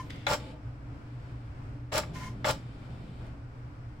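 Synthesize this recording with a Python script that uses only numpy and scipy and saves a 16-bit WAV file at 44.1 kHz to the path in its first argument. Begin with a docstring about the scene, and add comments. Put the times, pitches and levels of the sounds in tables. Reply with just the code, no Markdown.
"""A motor's whine dies away over a wavering low hum: an inkjet printer on a desk, close to the microphone.
A part catches and rubs, and the drive runs on quietly, hissing and rumbling from filtered noise.
Three short geared strokes, made of tooth clicks and scraping, rattle the resonant plastic case.
Knocks and latch snaps, bursts of noise that die in milliseconds, come with their starts and stops.
Another fast move whines with gear tones; a small room answers the printer and faint air lies beneath."""
import sys
import numpy as np
from scipy import signal
from scipy.fft import rfft, irfft
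from scipy.io import wavfile
from scipy.ndimage import uniform_filter1d

SR = 44100
rng = np.random.default_rng(int(sys.argv[2]) if len(sys.argv) > 2 else 0)


def transcribe(signal):
    """Save signal, clipped to [-1, 1], as a 16-bit WAV file at the path in sys.argv[1]."""
    frames = np.atleast_2d(signal).T
    limited = np.clip(frames, -1, 1)
    pcm = np.round(limited * 32767).astype(np.int16)
    wavfile.write(sys.argv[1], SR, pcm)


N = 176400  # samples, 4 s

# ringing modes of the plastic case: f/Hz, width/Hz, level/dB
CASE_MODES = [(393, 10, -9), (439, 21, -9), (548, 26, -1.5), (601, 77, 5), (773, 70, -5), (869, 49, 3),
              (1007, 28, -7), (1166, 38, -0.5), (1383, 28, -2.5), (2160, 25, -6), (2520, 39, -13),
              (2980, 51, -10.5), (3280, 57, -11.5)]
INSIDE_T60_S = 0.0089  # echoes inside the case
MID_ONLY = np.array([[1], [0]])  # puts a sound in the middle, none in the side


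def undb(db):
    """Decibels to gain."""
    return 10 ** (np.asarray(db) / 20)


def unit(x):
    """Scale to rms 1."""
    return x / np.sqrt(np.mean(x ** 2))


def noise():
    """Two unrelated white noises, one for the middle and one for the side."""
    return rng.standard_normal((2, N))


def bins_hz():
    """Frequency of every spectral bin, kept just above zero."""
    return np.arange(N // 2 + 1) * SR / N + 1e-6


def curve(points):
    """Gain at every frequency from (Hz, dB) points, joined on a logarithmic frequency axis."""
    hz, db = np.array(points, float).T
    return undb(np.interp(np.log(bins_hz()), np.log(hz), db))


def colour(points):
    """Causal (minimum-phase) response of unit power through (Hz, dB) points."""
    gain = curve(points)
    cepstrum = irfft(np.log(gain), N)
    cepstrum[1:N // 2] *= 2
    cepstrum[N // 2 + 1:] = 0
    return np.exp(rfft(cepstrum)) / np.sqrt(np.mean(gain ** 2))


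def resonances(modes):
    """Response of unit power of (Hz, width, dB) modes, each dark well above its centre."""
    f = bins_hz()
    response = 0
    for hz, width, db in modes:
        peak = 1 / (1 + 1j * (f * f - hz * hz) / (f * width))
        response = response + undb(db) * peak / (1 + .5j * f / hz) ** 2
    return response / np.sqrt(np.mean(abs(response) ** 2))


def through(x, response):
    """Filter by a frequency response."""
    return irfft(rfft(x) * response, N)


def walk(rate):
    """Smooth random wander with spread near 1, drawn anew at this rate in Hz."""
    k = max(int(SR / rate), 1)
    steps = np.repeat(rng.standard_normal(N // k + 1), k)
    return unit(uniform_filter1d(uniform_filter1d(steps, k), k)[:N])


def gate(start, length, attack, release, swell_db=0):
    """Linear attack, a hold that swells from -1.5 to -0.5 times swell_db, and an exponential release."""
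    t = np.arange(N) / SR - start
    rise = np.clip(t / attack, 0, 1)
    swell = undb(swell_db * (np.clip(t / length, 0, 1) - 1.5))
    return rise * swell * np.exp(-np.maximum(t - length, 0) / release)


def blows(rows, decay_s, response):
    """Each (s, dB) blow is a sudden burst of contact chatter that dies in milliseconds."""
    t = np.arange(N) / SR
    force = sum(undb(db) * (t >= s) * np.exp(-np.maximum(t - s, 0) / decay_s) for s, db in rows)
    return through(force * noise(), response)


def tail(t60):
    """Two unrelated tails of dense echoes, of unit energy, falling 60 dB in t60 seconds."""
    h = noise() * undb(-60 * np.arange(N) / SR / t60)
    return h / np.sqrt(np.sum(h ** 2, axis=1, keepdims=True))


def cavity():
    """The inside of the case: direct sound plus a share of very short echoes."""
    share = 0.24  # of the power
    return np.sqrt(1 - share) + np.sqrt(share) * rfft(tail(INSIDE_T60_S))


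def hum():
    """Low motor tones that waver in strength and phase while their common level drifts."""
    # motor tones: f/Hz, level before the drift/dB, wavering share
    tones = [(59.2, -55, .5), (118.6, -47, .5), (123, -52, .7), (279.5, -60, .4), (298, -59, .6)]
    # drift of the hum: t/s, level/dB
    drift = [(0, 1), (.8, 1), (1.05, -1.5), (1.4, -0.5), (2.5, 0.5), (2.75, -2), (3.2, -4.5), (3.4, 2.5),
             (3.6, -4), (4, -2.5)]
    waver_hz = 14
    turn = 2j * np.pi * np.arange(N) / SR
    out = 0
    for hz, db, waver in tones:
        size = 1 + waver * (walk(waver_hz) + 1j * walk(waver_hz))
        out = out + undb(db) * unit(np.real(size * np.exp(turn * hz)))
    return out * undb(np.interp(np.arange(N) / SR, *np.array(drift).T))


def moving_air():
    """Faint air around the microphone: coloured noise whose level flickers slightly."""
    # spectrum of the air: f/Hz, level per Hz/dB
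    spectrum = [(20, -14), (60, -5.5), (90, -9.5), (120, -3), (150, -13), (190, -24.5), (225, -18),
                (295, -18.5), (340, -25.5), (650, -29), (1000, -32.5), (1500, -34), (1800, -39),
                (2300, -40), (3700, -51.5), (5200, -51), (6400, -59), (7900, -58.5), (9600, -64),
                (11000, -73), (16000, -69)]
    level_db, flicker_db = -44.5, 1.12
    return undb(level_db + flicker_db * walk(11)) * through(noise(), colour(spectrum))


def gear_tones():
    """Meshing gears follow one pitch; each tone wobbles and flutters on its own."""
    # path of the gear pitch: t/s, f/Hz
    pitch = [(0, 1025), (2.168, 1020), (2.212, 1007), (2.28, 1028), (2.295, 1055)]
    # tones of the gears: multiple of the pitch, level/dB
    partials = [(1, 0), (1.74, -16), (2.11, -12), (2.99, -16)]
    wobble, flutter_db = .015, 2.5
    hz = np.interp(np.arange(N) / SR, *np.array(pitch).T)
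    out = 0
    for multiple, db in partials:
        size = undb(db + flutter_db * walk(70))
        phase = 2 * np.pi * np.cumsum(multiple * hz * (1 + wobble * walk(200))) / SR
        out = out + size * np.sin(phase)
    return unit(out)


def motor_whistle():
    """A thin motor whistle: one sine that glides up and down, with a shaky pitch and level."""
    # path of the whistle: t/s, f/Hz
    path = [(.035, 12500), (.07, 13500), (.095, 13500), (.115, 12800), (.145, 12200)]
    level_db = -77
    at, hz = np.array(path).T
    pitch = np.interp(np.arange(N) / SR, at, hz) * (1 + 0.0036 * walk(600))
    tone = np.sin(2 * np.pi * np.cumsum(pitch) / SR) * undb(2.4 * walk(210))
    return undb(level_db) * tone * gate(at[0], at[-1] - at[0], .02, 0.0035)


def motor():
    """Fast moves sing surging gear tones over gritty whirr, chatter and hiss; a thin whistle joins once."""
    # fast moves: start t/s, length/s, level/dB, gear tone above that level/dB
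    moves = [(-.1, .1, -48.5, 9), (2.131, .139, -47.5, 2.5)]
    # ringing of the whine: f/Hz, width/Hz, level/dB
    whine_modes = [(1060, 90, 1), (1423, 80, 2), (1870, 120, 1), (2130, 120, 0.5), (2660, 45, -14),
                   (3030, 110, -6.5)]
    # spectrum of the hiss: f/Hz, level per Hz/dB
    hiss_spectrum = [(300, -29), (800, 2.5), (2200, 1), (3800, -4.5), (5700, -1.5), (8000, -9.5),
                     (12000, -16), (16000, -23)]
    # gear chatter within a fast move: t/s, level/dB
    chatters = [(2.156, -47), (2.198, -49), (2.213, -50), (2.23, -48), (2.241, -48)]
    attack_s, release_s, chatter_decay_s = 0.022, 0.032, 0.0083
    tone_lag_s, tone_attack_s, tone_release_s = .013, .012, .007
    turn_s, turn_dip_db = .054, -11  # the tones dip once in each turn of the shaft
    whirr_db, hiss_db, grit_db, grit_hz = -15, -5.5, -2, 139
    t = np.arange(N) / SR
    effort, singing = 0, 0
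    for s, length, db, tone_db in moves:
        effort = effort + undb(db) * gate(s, length, attack_s, release_s)
        sing_at = s + tone_lag_s
        dip = np.cos(np.pi * (t - sing_at) / turn_s) ** 8
        level = undb(db + tone_db + turn_dip_db * dip)
        singing = singing + level * gate(sing_at, length, tone_attack_s, tone_release_s)
    ring = resonances(whine_modes)
    whirr = unit(through(noise() * undb(grit_db * walk(grit_hz)), ring))
    hiss = through(noise(), colour(hiss_spectrum))
    tones = singing * gear_tones() + motor_whistle()
    chatter = blows(chatters, chatter_decay_s, ring)
    return effort * (undb(whirr_db) * whirr + undb(hiss_db) * hiss) + chatter + tones * MID_ONLY


def drive():
    """Slow running: shafts hiss and ring faintly inside the case, and the chassis rumbles and drones."""
    # slow runs: start t/s, length/s, hiss level/dB, rumble level/dB, swell/dB (levels before the swell)
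    runs = [(0.015, 0.2, -63.5, -49.5, -0.5), (0.39, 0.125, -58, -50.5, -3.5), (1.045, 0.44, -70, -64, -1),
            (1.986, 0.15, -61, -42, 0.5), (2.141, 0.42, -67, -47, 0), (2.51, 0.36, -63, -52.5, 0.5),
            (2.89, 0.392, -62, -47, 1)]
    # spectra of hiss and rumble: f/Hz, level per Hz/dB
    hiss_spectrum = [(400, 12.5), (1200, -1.5), (2400, 1.5), (4000, -2), (6500, -14.5), (9500, -14.5),
                     (15000, -36)]
    rumble_spectrum = [(30, -7.5), (75, 7), (125, 1), (170, 1.5), (250, -4), (350, -12.5), (530, -10.5),
                       (800, -17), (2000, -63)]
    # ringing of shafts and frame, of the drone, and low in the chassis: f/Hz, width/Hz, level/dB
    shaft_modes = [(523, 23, 8), (3100, 120, -1), (3410, 75, -2.5), (3970, 75, -15), (4750, 240, -7),
                   (7330, 240, -13)]
    drone_modes = [(522, 14, 0), (619, 25, -6), (861, 30, -9)]
    chassis_modes = [(168, 15, 1), (214, 17.5, 1), (256, 19, -0.5), (367, 21.4, -7)]
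    attack_s, release_s = 0.015, 0.028
    ring_db, rumble_db, chassis_db = -9.5, -3, -3.5
    drone_db, drone_start_s, drone_length_s = -54.5, .39, .17
    hiss, rumble = 0, 0
    for s, length, run_hiss_db, run_rumble_db, swell in runs:
        on = gate(s, length, attack_s, release_s, swell)
        hiss = hiss + undb(run_hiss_db) * on
        rumble = rumble + undb(run_rumble_db) * on
    shafts = through(noise(), colour(hiss_spectrum) * cavity())
    shafts = shafts + undb(ring_db) * through(noise(), resonances(shaft_modes))
    chassis = undb(rumble_db) * through(noise(), colour(rumble_spectrum))
    chassis = chassis + undb(chassis_db) * through(noise(), resonances(chassis_modes))
    drone = undb(drone_db) * through(noise(), resonances(drone_modes))
    drone = drone * gate(drone_start_s, drone_length_s, attack_s, release_s)
    return hiss * shafts + rumble * chassis + drone


def rubbing():
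    """A light part catches and then drags, ringing the same modes."""
    # catches: t/s, level/dB
    catches = [(.098, -50), (.104, -43)]
    # rubs: start t/s, length/s, level before the swell/dB, swell/dB
    rubs = [(0.101, 0.167, -63.5, -5)]
    # ringing of the light part: f/Hz, width/Hz, level/dB
    part_modes = [(2000, 230, 1), (2180, 240, 8.5), (2730, 550, 4.5), (3160, 320, 4), (3450, 130, -5),
                  (4600, 200, 1), (7200, 200, -14)]
    catch_decay_s = 0.0072
    ring = resonances(part_modes)
    drag = sum(undb(db) * gate(s, length, 0.0037, 0.015, swell) for s, length, db, swell in rubs)
    return blows(catches, catch_decay_s, ring) + through(drag * noise(), ring)


def impacts():
    """Knocks crack and ring the case and the stop, duller when the contact is soft; latches snap brightly."""
    # knocks at the stops and dull jolts under load:
    # t/s, level/dB, decay/s, brightness f/Hz, ringing of the stop/dB
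    hits = [(.2668, -26.5, .007, 7000, 1), (.2725, -27, .005, 1400, -8), (.311, -28, .012, 850, -30),
            (.325, -28, .007, 900, -30), (.344, -28, .006, 1100, -20), (1.922, -37, .004, 5000, -2),
            (1.964, -31, .005, 1200, -20), (1.979, -33, .005, 5000, -8), (2.034, -41, .008, 3000, -8),
            (2.4442, -27, .008, 3400, -8), (2.469, -27, .006, 750, -30), (2.485, -26.5, .007, 1000, -30),
            (2.499, -27.5, .003, 4500, -12)]
    # latch snaps and small ticks: t/s, level/dB
    snaps = [(.104, -56), (.159, -62), (1.9785, -28.5), (2.509, -34), (3.266, -67)]
    # spectra of a knock and a snap: f/Hz, level per Hz/dB
    knock_spectrum = [(100, -36.5), (400, 4.5), (700, 10), (1400, 9), (2400, -3.5), (3700, -8.5),
                      (4700, -2.5), (8000, -10), (10000, -24), (15000, -7)]
    snap_spectrum = [(500, -24), (2000, -3), (4000, 7), (7500, 4.5), (10000, 1), (14000, -5.5), (16000, -4)]
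    # ringing of the hard stop: f/Hz, width/Hz, level/dB
    stop_modes = [(2174, 160, 9.5), (2480, 380, -3.5), (3450, 120, 6.5), (3926, 125, 1)]
    case_ring_db, snap_decay_s = -7.5, 0.0046
    f = bins_hz()
    knock = colour(knock_spectrum) + undb(case_ring_db) * resonances(CASE_MODES)
    stop = resonances(stop_modes)
    out = blows(snaps, snap_decay_s, colour(snap_spectrum))
    for s, db, decay, bright_hz, ring_db in hits:
        softness = 1 / (1 - (f / bright_hz) ** 2 + 1j * f / bright_hz)  # low-pass of the contact
        out = out + blows([(s, db)], decay, (knock + undb(ring_db) * stop) * softness)
    return out


def teeth(hz, count=1600):
    """Clicks of gear teeth, uneven in spacing and strength."""
    jitter, scatter_db = .08, 4.5  # share of the spacing, spread of the strength
    chance = rng.standard_normal((count, 2))
    gaps = np.maximum(1 + jitter * chance[:, 0], .1)
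    at = (np.cumsum(gaps) * SR / hz).astype(int)
    return unit(np.bincount(at[at < N], undb(scatter_db * chance[at < N, 1]), N))


def strokes():
    """Gear teeth and scraping shake the case; the sliding plastic hisses as it gathers speed."""
    # gear strokes: start t/s, length/s, level before the swell/dB, tooth rate f/Hz, swell/dB
    moves = [(0.271, 0.069, -28, 285.6, 3.5), (1.917, 0.069, -26, 294.7, 6), (2.443, 0.06, -26.5, 291, 4.5)]
    # spectra of the case panels and the sliding plastic: f/Hz, level per Hz/dB
    panel_spectrum = [(60, -15.5), (200, 0.5), (310, -14), (600, -1.5), (1300, -3), (1750, -8), (3300, -12),
                      (6000, -22), (15000, -39)]
    slide_spectrum = [(500, -17), (2000, -5.5), (3400, 0.5), (4400, 0), (5300, 4), (6500, -7), (7400, 1.5),
                      (9200, -13.5), (10500, -7.5), (13000, -14), (16000, -11.5)]
    attack_s, release_s, slide_rise_s, slide_release_s = 0.0079, 0.011, 0.019, 0.018
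    inside_db, scrape_db, panels_db, slide_db = -6, -4.5, 1.5, -10
    thump_hz, thump_width_hz, thump_db = 81, 280, -10.5  # the whole printer shakes on the desk
    clicks, scrape, slide = 0, 0, 0
    for s, length, db, hz, swell in moves:
        force = undb(db) * gate(s, length, attack_s, release_s, swell)
        clicks = clicks + force * teeth(hz)
        scrape = scrape + force
        slide = slide + undb(db) * gate(s, length, slide_rise_s, slide_release_s, swell)
    inside = undb(inside_db) * through(clicks, rfft(tail(INSIDE_T60_S)))
    push = .5 * (inside + clicks * MID_ONLY) + undb(scrape_db) * scrape * noise()
    body = through(push, resonances(CASE_MODES))
    panels = through(.5 * inside + .5 * scrape * noise(), colour(panel_spectrum))
    thump = through(scrape * noise(), resonances([(thump_hz, thump_width_hz, 0)]))
    hiss = through(slide * noise() * undb(2 * walk(700)), colour(slide_spectrum) * cavity())
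    return body + undb(panels_db) * panels + undb(thump_db) * thump + undb(slide_db) * hiss


def small_room(printer):
    """The printer at the microphone plus the room's coloured tail of dense echoes."""
    # colour of the echoes: f/Hz, level/dB
    echo_colour = [(100, -4), (1500, 1), (5000, -0.5), (15000, -6.5)]
    t60_s, level_db = 0.22, -9
    return printer + undb(level_db) * through(printer, rfft(tail(t60_s)) * curve(echo_colour))


def stereo(pair, width):
    """Middle and side to left and right, the side scaled by frequency."""
    return pair[0] + through(pair[1], curve(width)) * np.array([[1], [-1]])


def scene():
    """The printer in its small room with moving air, spread before the microphones, over a central hum."""
    # side against middle: f/Hz, level/dB
    air_width = [(60, -16), (110, -25.5), (200, -9.5), (380, -7), (700, -3), (1290, 2), (2400, -0.5),
                 (15000, 0)]
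    printer_width = [(60, -24), (200, -17), (380, -10.5), (700, -7.5), (1290, -3), (2400, 0), (4400, -1.5),
                     (15000, 0.5)]
    # left against right: f/Hz, level/dB
    balance = [(100, 0), (300, .4), (600, 1.7), (2500, 1.8), (5500, -1), (14000, -1.7)]
    printer = small_room(motor() + drive() + rubbing() + impacts() + strokes())
    both = stereo(printer, printer_width) + stereo(moving_air(), air_width)
    lean = curve(balance) ** np.array([[.5], [-.5]])  # half to each channel, in opposite senses
    return through(both, lean) + hum()


def record(dry):
    """The recorder cuts the top steeply."""
    top_hz = 15900
    return signal.sosfilt(signal.ellip(10, .2, 70, top_hz, fs=SR, output="sos"), dry)


dry = scene()
out = record(dry)
transcribe(out)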